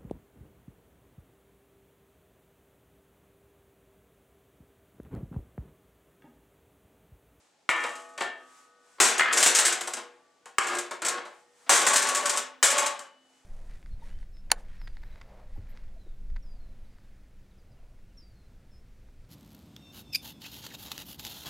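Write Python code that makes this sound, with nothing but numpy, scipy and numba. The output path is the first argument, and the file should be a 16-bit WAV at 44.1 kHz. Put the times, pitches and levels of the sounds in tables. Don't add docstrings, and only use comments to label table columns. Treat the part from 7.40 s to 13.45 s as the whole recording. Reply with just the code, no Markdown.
import sys
import numpy as np
from scipy import signal
from scipy.fft import rfft, irfft, next_fast_len
from scipy.io import wavfile
from scipy.ndimage import uniform_filter1d, minimum_filter1d
from numba import njit

SR = 44100
rng = np.random.default_rng(int(sys.argv[2]) if len(sys.argv) > 2 else 0)


def unload_audio(sound):
    columns = np.transpose(np.atleast_2d(sound))
    steps = np.round(np.clip(columns, -1, 1) * 32767)
    wavfile.write(sys.argv[1], SR, steps.astype(np.int16))


N = 266805

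# start in seconds, edge sizzle in dB,
# plate crash in dB, chatter time in seconds, bark in dB, clear ring in dB, thud in dB.
BLOWS = [(0.2911, -27, -21.5, 0.029, -7.5, -4.5, -31.5), (1.6014, 1.5, -5.5, 0.079, 3, -13.5, -35),
         (3.1836, -13.5, -17, 0.0081, -5.5, -17.5, -17.5), (4.294, -3.5, -11, 0.087, -4.5, -1.5, -44),
         (5.228, -6, -21, 0.047, -4, -18.5, -59.5)]
# start in seconds, pitch in Hz, level in dB.
STRUCK_SPANS = [(.2905, 2270, -17), (1.6005, 357.2, -9.5), (3.1825, 1130, -36), (4.2935, 709, -19.5),
                (5.2275, 569, -11)]
# start in seconds, level in dB.
HANDLE_KNOCKS = [(1.584, -50), (4.265, -49)]
# start in seconds, sizzle in dB, clang in dB.
LANDINGS = [(0.437, -25, -24.5), (0.5541, -32, -47.5), (0.777, -26, -29), (0.8064, -25, -19.5),
            (0.8204, -26, -31), (1.7795, -4.5, -24.5), (1.9266, -7.5, -31.5), (1.9713, -6, -31.5),
            (2.0033, -11.5, -30), (2.0272, 1, -19.5), (2.0604, 4, -6.5), (2.1485, 0, -31.5),
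            (2.1855, -1.5, -19), (2.2511, -3.5, -40), (2.2778, -12, -43), (2.3246, -13.5, -35.5),
            (2.4083, -17.5, -32), (2.473, -18.5, -30.5), (2.5346, -18, -35), (2.5686, -24, -30.5),
            (3.0565, -33, -41), (3.2685, -17.5, -43), (3.3853, -16.5, -35), (3.5101, -24.5, -27),
            (3.6187, -21, -27.5), (3.6481, -14.5, -34.5), (3.6625, -15, -31.5), (3.683, -13, -35.5),
            (3.7739, -35, -29), (3.8524, -35.5, -36), (4.4143, -7, -11.5), (4.465, -1, -11.5),
            (4.5326, -7, -17.5), (4.5584, -1.5, -25), (4.6206, -10.5, -37), (4.6878, -13, -37.5),
            (4.748, -10.5, -43), (4.857, -12, -37.5), (4.8942, -11, -45), (4.9719, -12, -30),
            (5.3018, -4, -37), (5.3796, -7, -30), (5.4605, -13.5, -34.5), (5.5916, -26, -36.5)]
# start in seconds, hold in seconds, edge level in dB, plate level in dB,
# added decay after the hold in dB per second.
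RATTLE_BOUTS = [(0.342, 0.17, -44.5, -54, 61), (1.913, 0.32, -30, -32.5, 60.5),
                (3.188, 0.16, -35, -35, 172), (3.623, 0.11, -57, -38.5, 141),
                (4.373, 0.6, -29, -32.5, 276.5), (5.267, 0.14, -33, -31.5, 141)]
# frequency in Hz, level in dB, time to decay by 60 dB (t60) in seconds.
BENT_MODES = [(334, -18, .7), (668, -6, .35), (834, -15, .65), (1007, -14, .6), (1104, -11, .65),
              (1270, -12, .6), (1572, -12, .6), (1717, -6, .6), (1793, 2.5, .45), (1927, -8, .45),
              (2288, 0, .28), (2460, -12, .55), (2719, -14, .5), (2805, -11, .55), (2988, -10, .4),
              (3230, -9, .48), (3844, -9, .32), (7800, -23, .2)]
FLAT_HUM_MODES = [(261, 0, 3.8), (1798, -2, 1.1), (2972, -2, 2.1)]
BENCH_MODES = [(262, -9, 2.4), (356, 3, 0.9), (484, -3, 4), (587, 1, 1.5), (667, 3, 1.7), (845, -1, 3),
               (1157, -1, 3), (1260, 2, 2.2), (1486, -5, 3), (1841, 1, 2.2)]
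# frequency in Hz, level in dB.
DENTED_MODES = [(355, 6), (484, 5), (587, 4.5), (748, 6.5), (1061, 5.5), (1093, 7), (1453, 6), (1626, 7),
                (1755, 7), (2175, 2), (3876, -6)]
FLAT_MODES = [(237, -20), (264, -21.5), (544, 4), (583, 10), (877, 10), (1094, 12), (1125, 14),
              (1152, -6.5), (1200, -13), (1448, 4.5), (1486, 8), (1690, 6.5), (1825, 2.5), (2019, 0),
              (2202, -17), (2800, -8.5), (3101, -11.5), (3327, -7.5), (3623, -28), (3688, -4.5)]
RAIL_MODES = [(1120, -44), (1324, -40), (1523, -35), (1707, -37), (1830, -39), (1997, -44), (2094, -34),
              (2455, -47), (2498, -47)]
# frequency in Hz, spectral density in dB.
PLATE_SPECTRUM = [(40, -39), (110, -15.5), (190, -12), (255, 3.5), (300, -4.5), (355, 4.5), (440, 4.5),
                  (580, 7), (1100, 9.5), (2000, 3.5), (3000, -1), (4500, -6), (8000, -26), (16000, -76.5)]
EDGE_SPECTRUM = [(100, -38.5), (500, -27.5), (1500, -2.5), (3000, -7), (4700, -7.5), (6200, -3),
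                 (7600, 1.5), (8700, -2.5), (10500, -13), (13000, -22.5), (16500, -39)]
SPOT_SPECTRUM = [(80, -22), (300, -24), (700, -4), (1200, 11.5), (2200, 9), (3200, -0.5), (5000, -20),
                 (15000, -41)]
RAIL_SPECTRUM = [(200, -17.5), (900, -3.5), (1600, 6), (2200, -4), (3000, -6), (10000, -41.5)]
# frequency in Hz, t60 in seconds.
ROOM_T60 = [(80, 0.04), (300, 0.5), (1200, 0.43), (3000, 0.44), (8000, 0.2), (15000, 0.14)]
# frequency in Hz, side minus mid in dB.
ROOM_WIDTH = [(100, -4), (250, -9), (600, -10), (2000, -9.5), (4000, -13), (7500, -11), (9000, -2.5),
              (14000, -2.5)]
# fastest moment in seconds, level in dB.
SWINGS = [(0.02, -69.5), (0.98, -72), (1.17, -60.5), (1.53, -65), (3.95, -66), (4.25, -63), (5.959, -69.5)]
# frequency in Hz, spectral density in dB.
CLOTH_SPECTRUM = [(200, -21), (1000, 2), (4000, -8), (8000, -2.5), (11000, -14.5), (16000, -33.5)]
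AIR_SPECTRUM = [(18, -64), (30, -29.5), (287, -4.5), (600, -3.5), (844, -2), (988, -9.5), (2010, -11),
                (7870, -15.5), (16000, -41.5)]

SHAPE_CHANGES_S = (1.55, 4.2)


def hammer_blows():
    edge, plate, spot, push = np.zeros((4, N))
    for s, sizzle_db, crash_db, chatter_s, bark_db, ring_db, _ in BLOWS:
        add(edge, s, amp(sizzle_db) * chatter(chatter_s, spiky=0.046, after_db=-24.5, after_s=0.026))
        add(plate, s, amp(crash_db) * chatter(chatter_s, spiky=0.16, after_db=-25, after_s=0.017))
        add(spot, s, amp(bark_db) * chatter(0.0036, spiky=0.03, after_db=-32.5, after_s=0.03))
        add(push, s, amp([ring_db]))
    return np.array([edge, plate, push]), spot


def chatter(life_s, spiky, after_db, after_s, rise_s=0):
    t = np.arange(SR // 3) / SR
    swarm = unit(rng.standard_normal(len(t)) * np.exp(spiky * rng.standard_normal(len(t))))
    contact = np.exp(-(t / max(life_s, 0.001)) ** 2)
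    shimmer = amp(after_db) * np.exp(-t / after_s)
    onset = 1 - np.exp(-t / max(rise_s, 1 / SR))
    return swarm * np.hypot(contact, shimmer) * onset


def ringing(push, bent_db, dented_db, flat_db, hum_db, bench_db, bench_loss_db):
    shape = np.searchsorted(SHAPE_CHANGES_S, np.arange(N) / SR)
    shapes = [(BENT_MODES, bent_db),
              (damped(DENTED_MODES, t60=0.23, slope=0.23), dented_db),
              (damped(FLAT_MODES, t60=0.23, slope=0.38), flat_db)]
    sheet = sum(amp(db) * through(push * (shape == k), modal(modes, size=SR))
                for k, (modes, db) in enumerate(shapes))
    hum = through(push * (shape == 2), modal(FLAT_HUM_MODES, size=2 * SR))
    bench = through(push * amp(-bench_loss_db * shape), modal(BENCH_MODES, size=2 * SR))
    return sheet + amp(hum_db) * hum + amp(bench_db) * bench


def drumming(width, life_s):
    out, t = np.zeros(N), np.arange(SR // 2) / SR
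    for s, hz, db in STRUCK_SPANS:
        band = signal.butter(2, [hz / (1 + width), hz * (1 + width)], "band", fs=SR, output="sos")
        cluster = unit(signal.sosfilt(band, rng.standard_normal(len(t))))
        add(out, s, amp(db) * cluster * np.exp(-t / life_s))
    return out


def thud(hz, life_s, gain_db):
    out, t = np.zeros(N), np.arange(SR // 10) / SR
    for s, *_, db in BLOWS:
        add(out, s, amp(db + gain_db) * np.sin(2 * np.pi * hz * t) * np.exp(-t / life_s))
    return out


def handle_knocks():
    drive = np.zeros(N)
    for s, db in HANDLE_KNOCKS:
        add(drive, s, amp(db) * chatter(0.062, spiky=0.3, after_db=-25, after_s=0.03))
    return drive


def clatter(landings, edge_db, plate_db):
    edge, plate, push = np.zeros((3, N))
    for s, sizzle_db, clang_db in landings:
        buzz_s = 0.008 * amp(0.55 * (sizzle_db + 23))
        sizzle = chatter(buzz_s, spiky=0.57, after_db=-7.5, after_s=0.03, rise_s=0.00057)
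        clang = chatter(0.015, spiky=0.17, after_db=-7.5, after_s=0.029, rise_s=0.0052)
        add(edge, s, amp(sizzle_db + edge_db) * sizzle)
        add(plate, s, amp(clang_db + plate_db) * clang)
        add(push, s, amp([clang_db]))
    return np.array([edge, plate, push])


def rattle_levels(attack_s, sag_db_per_s):
    gains = np.zeros((2, N))
    for start, hold, edge_db, plate_db, release in RATTLE_BOUTS:
        t = np.maximum(np.arange(N) / SR - start, 0)
        fade_db = sag_db_per_s * t + release * np.maximum(t - hold, 0)
        gains += amp([[edge_db], [plate_db]]) * np.minimum(t / attack_s, 1) * amp(-fade_db)
    return gains


def bounces(levels, per_s, jitter, scatter_db, edge_db, plate_db):
    chance = rng.standard_normal((400, 3))
    times = (np.arange(len(chance)) + jitter * chance[:, 0]) / per_s
    inside = (times > 0) & (times < N / SR)
    gains = levels[:, (times[inside] * SR).astype(int)].T
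    db = 20 * np.log10(gains + 1e-9) - scatter_db * chance[inside, 1:]
    audible = db.max(1) > -65
    return np.column_stack([times[inside], db + [edge_db, plate_db]])[audible]


def sliding(levels, edge_db, plate_db, ring_db):
    edge, plate = levels
    gains = amp([[edge_db], [plate_db], [ring_db]]) * np.array([edge, plate, plate])
    return gains * rng.standard_normal((3, N))


def judder(hit_s, rebound_s, gap_s, loss_db, count):
    knocks, rasp = np.zeros((2, N))
    second_hit_s = hit_s + rebound_s
    shudder = [(second_hit_s + (k + 1) * gap_s, -26.5 - k * loss_db) for k in range(count)]
    for s, db in [(hit_s, -17), (second_hit_s, -15.5)] + shudder:
        add(knocks, s, amp([db]))
        add(rasp, s, amp(db) * chatter(0.0058, spiky=0.075, after_db=-20, after_s=0.022))
    rail = modal(damped(RAIL_MODES, t60=0.17, slope=0.1), size=SR // 2)
    return amp(3.5) * through(knocks, rail) + amp(12) * resonant(rasp, RAIL_SPECTRUM)


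def modal(modes, size):
    t = np.arange(size, dtype=np.float32) / SR
    hz, db, t60 = np.float32(modes).T[:, :, None]
    sign = rng.choice([-1, 1], hz.shape).astype(np.float32)
    waves = sign * amp(db - 60 * t / t60) * np.sin(2 * np.pi * hz * t)
    return waves.sum(0) / np.sqrt(np.sum(amp(db) ** 2) / 2)


def damped(modes, t60, slope):
    return [(hz, db, t60 * (hz / 1000) ** -slope) for hz, db in modes]


def resonant(x, spectrum):
    size = 4096
    gain = amp(along(spectrum, np.fft.rfftfreq(size, 1 / SR)))
    cepstrum = irfft(np.log(gain))
    cepstrum[1:size // 2] *= 2
    cepstrum[size // 2 + 1:] = 0
    response = irfft(np.exp(rfft(cepstrum)))
    return through(x, response / np.linalg.norm(response))


def radiated(x, corner_hz):
    return signal.sosfilt(signal.butter(3, corner_hz, "high", fs=SR, output="sos"), x)


def workshop(x, wet_db, left_db):
    step, size = SR // 4, 2 * SR // 3
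    starts = range(0, N, step)
    mids = room_tails(len(starts), size)
    sides = coloured(room_tails(len(starts), size), ROOM_WIDTH)
    build_up = amp(wet_db) * (1 - np.exp(-np.arange(mids.shape[1]) / SR / 0.0047))
    mid, side = x.copy(), np.zeros(N)
    for i, mid_tail, side_tail in zip(starts, mids, sides):
        add(mid, i / SR, signal.fftconvolve(x[i:i + step], build_up * mid_tail))
        add(side, i / SR, signal.fftconvolve(x[i:i + step], build_up * side_tail))
    return np.array([mid + side, mid - side]) * amp([[left_db / 2], [-left_db / 2]])


def room_tails(count, size):
    hz, t, bands = signal.stft(rng.standard_normal((count, size)), SR, nperseg=256)
    decay = amp(-60 * t / along(ROOM_T60, hz)[:, None])
    _, tails = signal.istft(bands * decay, SR, nperseg=256)
    return tails / np.linalg.norm(tails, axis=1, keepdims=True)


def jacket(swing_s):
    t = np.arange(N) / SR
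    envelope = sum(amp(db) * np.exp(-((t - s) / swing_s) ** 2) for s, db in SWINGS)
    return envelope * unit(coloured(rng.standard_normal((2, N)), CLOTH_SPECTRUM))


def shop_air(gain_db):
    return amp(gain_db) * unit(coloured(rng.standard_normal((2, N)), AIR_SPECTRUM))


def overloaded(x, threshold, rasp_db, band_hz):
    excess = np.maximum(np.abs(x.mean(0)) - threshold, 0)
    rasp = signal.sosfilt(signal.butter(2, band_hz, "band", fs=SR, output="sos"), excess)
    return x + amp(rasp_db) * np.array([rasp, -rasp])


def limited(x, ceiling, attack_s, release_s):
    peak = follower(np.abs(x).max(0), 1 / (attack_s * SR), 1 / (release_s * SR))
    peak = -minimum_filter1d(-peak, size=49)
    return x * uniform_filter1d(ceiling / np.maximum(peak, ceiling), size=49)


@njit
def follower(level, attack, release):
    out, held = np.empty_like(level), 0.0
    for i in range(len(level)):
        held += (level[i] - held) * (attack if level[i] > held else release)
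        out[i] = held
    return out


def amp(db):
    return 10 ** (np.asarray(db) / 20)


def unit(x):
    return x / np.sqrt(np.mean(x ** 2) + 1e-20)


def along(points, hz):
    frequencies, values = np.transpose(points)
    return np.interp(np.log(hz + 1), np.log(frequencies), values)


def coloured(x, spectrum):
    n = x.shape[-1]
    size = next_fast_len(n + SR // 10, True)
    gain = amp(along(spectrum, np.fft.rfftfreq(size, 1 / SR)))
    return irfft(rfft(x, size) * gain, size)[..., :n]


def add(track, s, sound):
    part = track[max(round(s * SR), 0):][:len(sound)]
    part += sound[:len(part)]


def through(x, response):
    return signal.fftconvolve(x, response, axes=-1)[..., :N]


def scene():
    levels = rattle_levels(attack_s=0.013, sag_db_per_s=12)
    small_landings = bounces(levels, per_s=24, jitter=0.3, scatter_db=0.5, edge_db=15, plate_db=1)
    blows, spot = hammer_blows()
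    landings = clatter([*LANDINGS, *small_landings], edge_db=-11.5, plate_db=-2.5)
    handle = handle_knocks()
    edge, plate, push = blows + landings + sliding(levels, edge_db=-7, plate_db=0.5, ring_db=-18)
    crash = resonant(edge, EDGE_SPECTRUM) + resonant(plate + handle, PLATE_SPECTRUM)
    crash += resonant(spot, SPOT_SPECTRUM) + drumming(width=0.07, life_s=0.019)
    tones = judder(hit_s=1.7951, rebound_s=0.012, gap_s=0.026, loss_db=1.1, count=4)
    tones += ringing(push, bent_db=-17.5, dented_db=-12.5, flat_db=-8.5,
                     hum_db=-46.5, bench_db=-35.5, bench_loss_db=9)
    metal = radiated(crash, corner_hz=81) + radiated(tones, corner_hz=186)
    hammering = workshop(metal + thud(hz=55, life_s=0.0027, gain_db=-17), wet_db=-5, left_db=1.8)
    mid, side = shop_air(gain_db=-69.5) + jacket(swing_s=0.11)
    return hammering + np.array([mid + 0.55 * side, mid - 0.37 * side])


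def record(dry):
    x = overloaded(dry, threshold=0.38, rasp_db=-5.5, band_hz=(170, 6000))
    x = limited(x, ceiling=0.42, attack_s=0.00018, release_s=0.13)
    x = x / (1 + (x / 0.37) ** 8) ** (1 / 8)
    size = next_fast_len(N + SR // 10, True)
    passband = np.fft.rfftfreq(size, 1 / SR) < 17000
    return irfft(rfft(x, size) * passband, size)[:, :N]


dry = scene()
out = record(dry)
unload_audio(out)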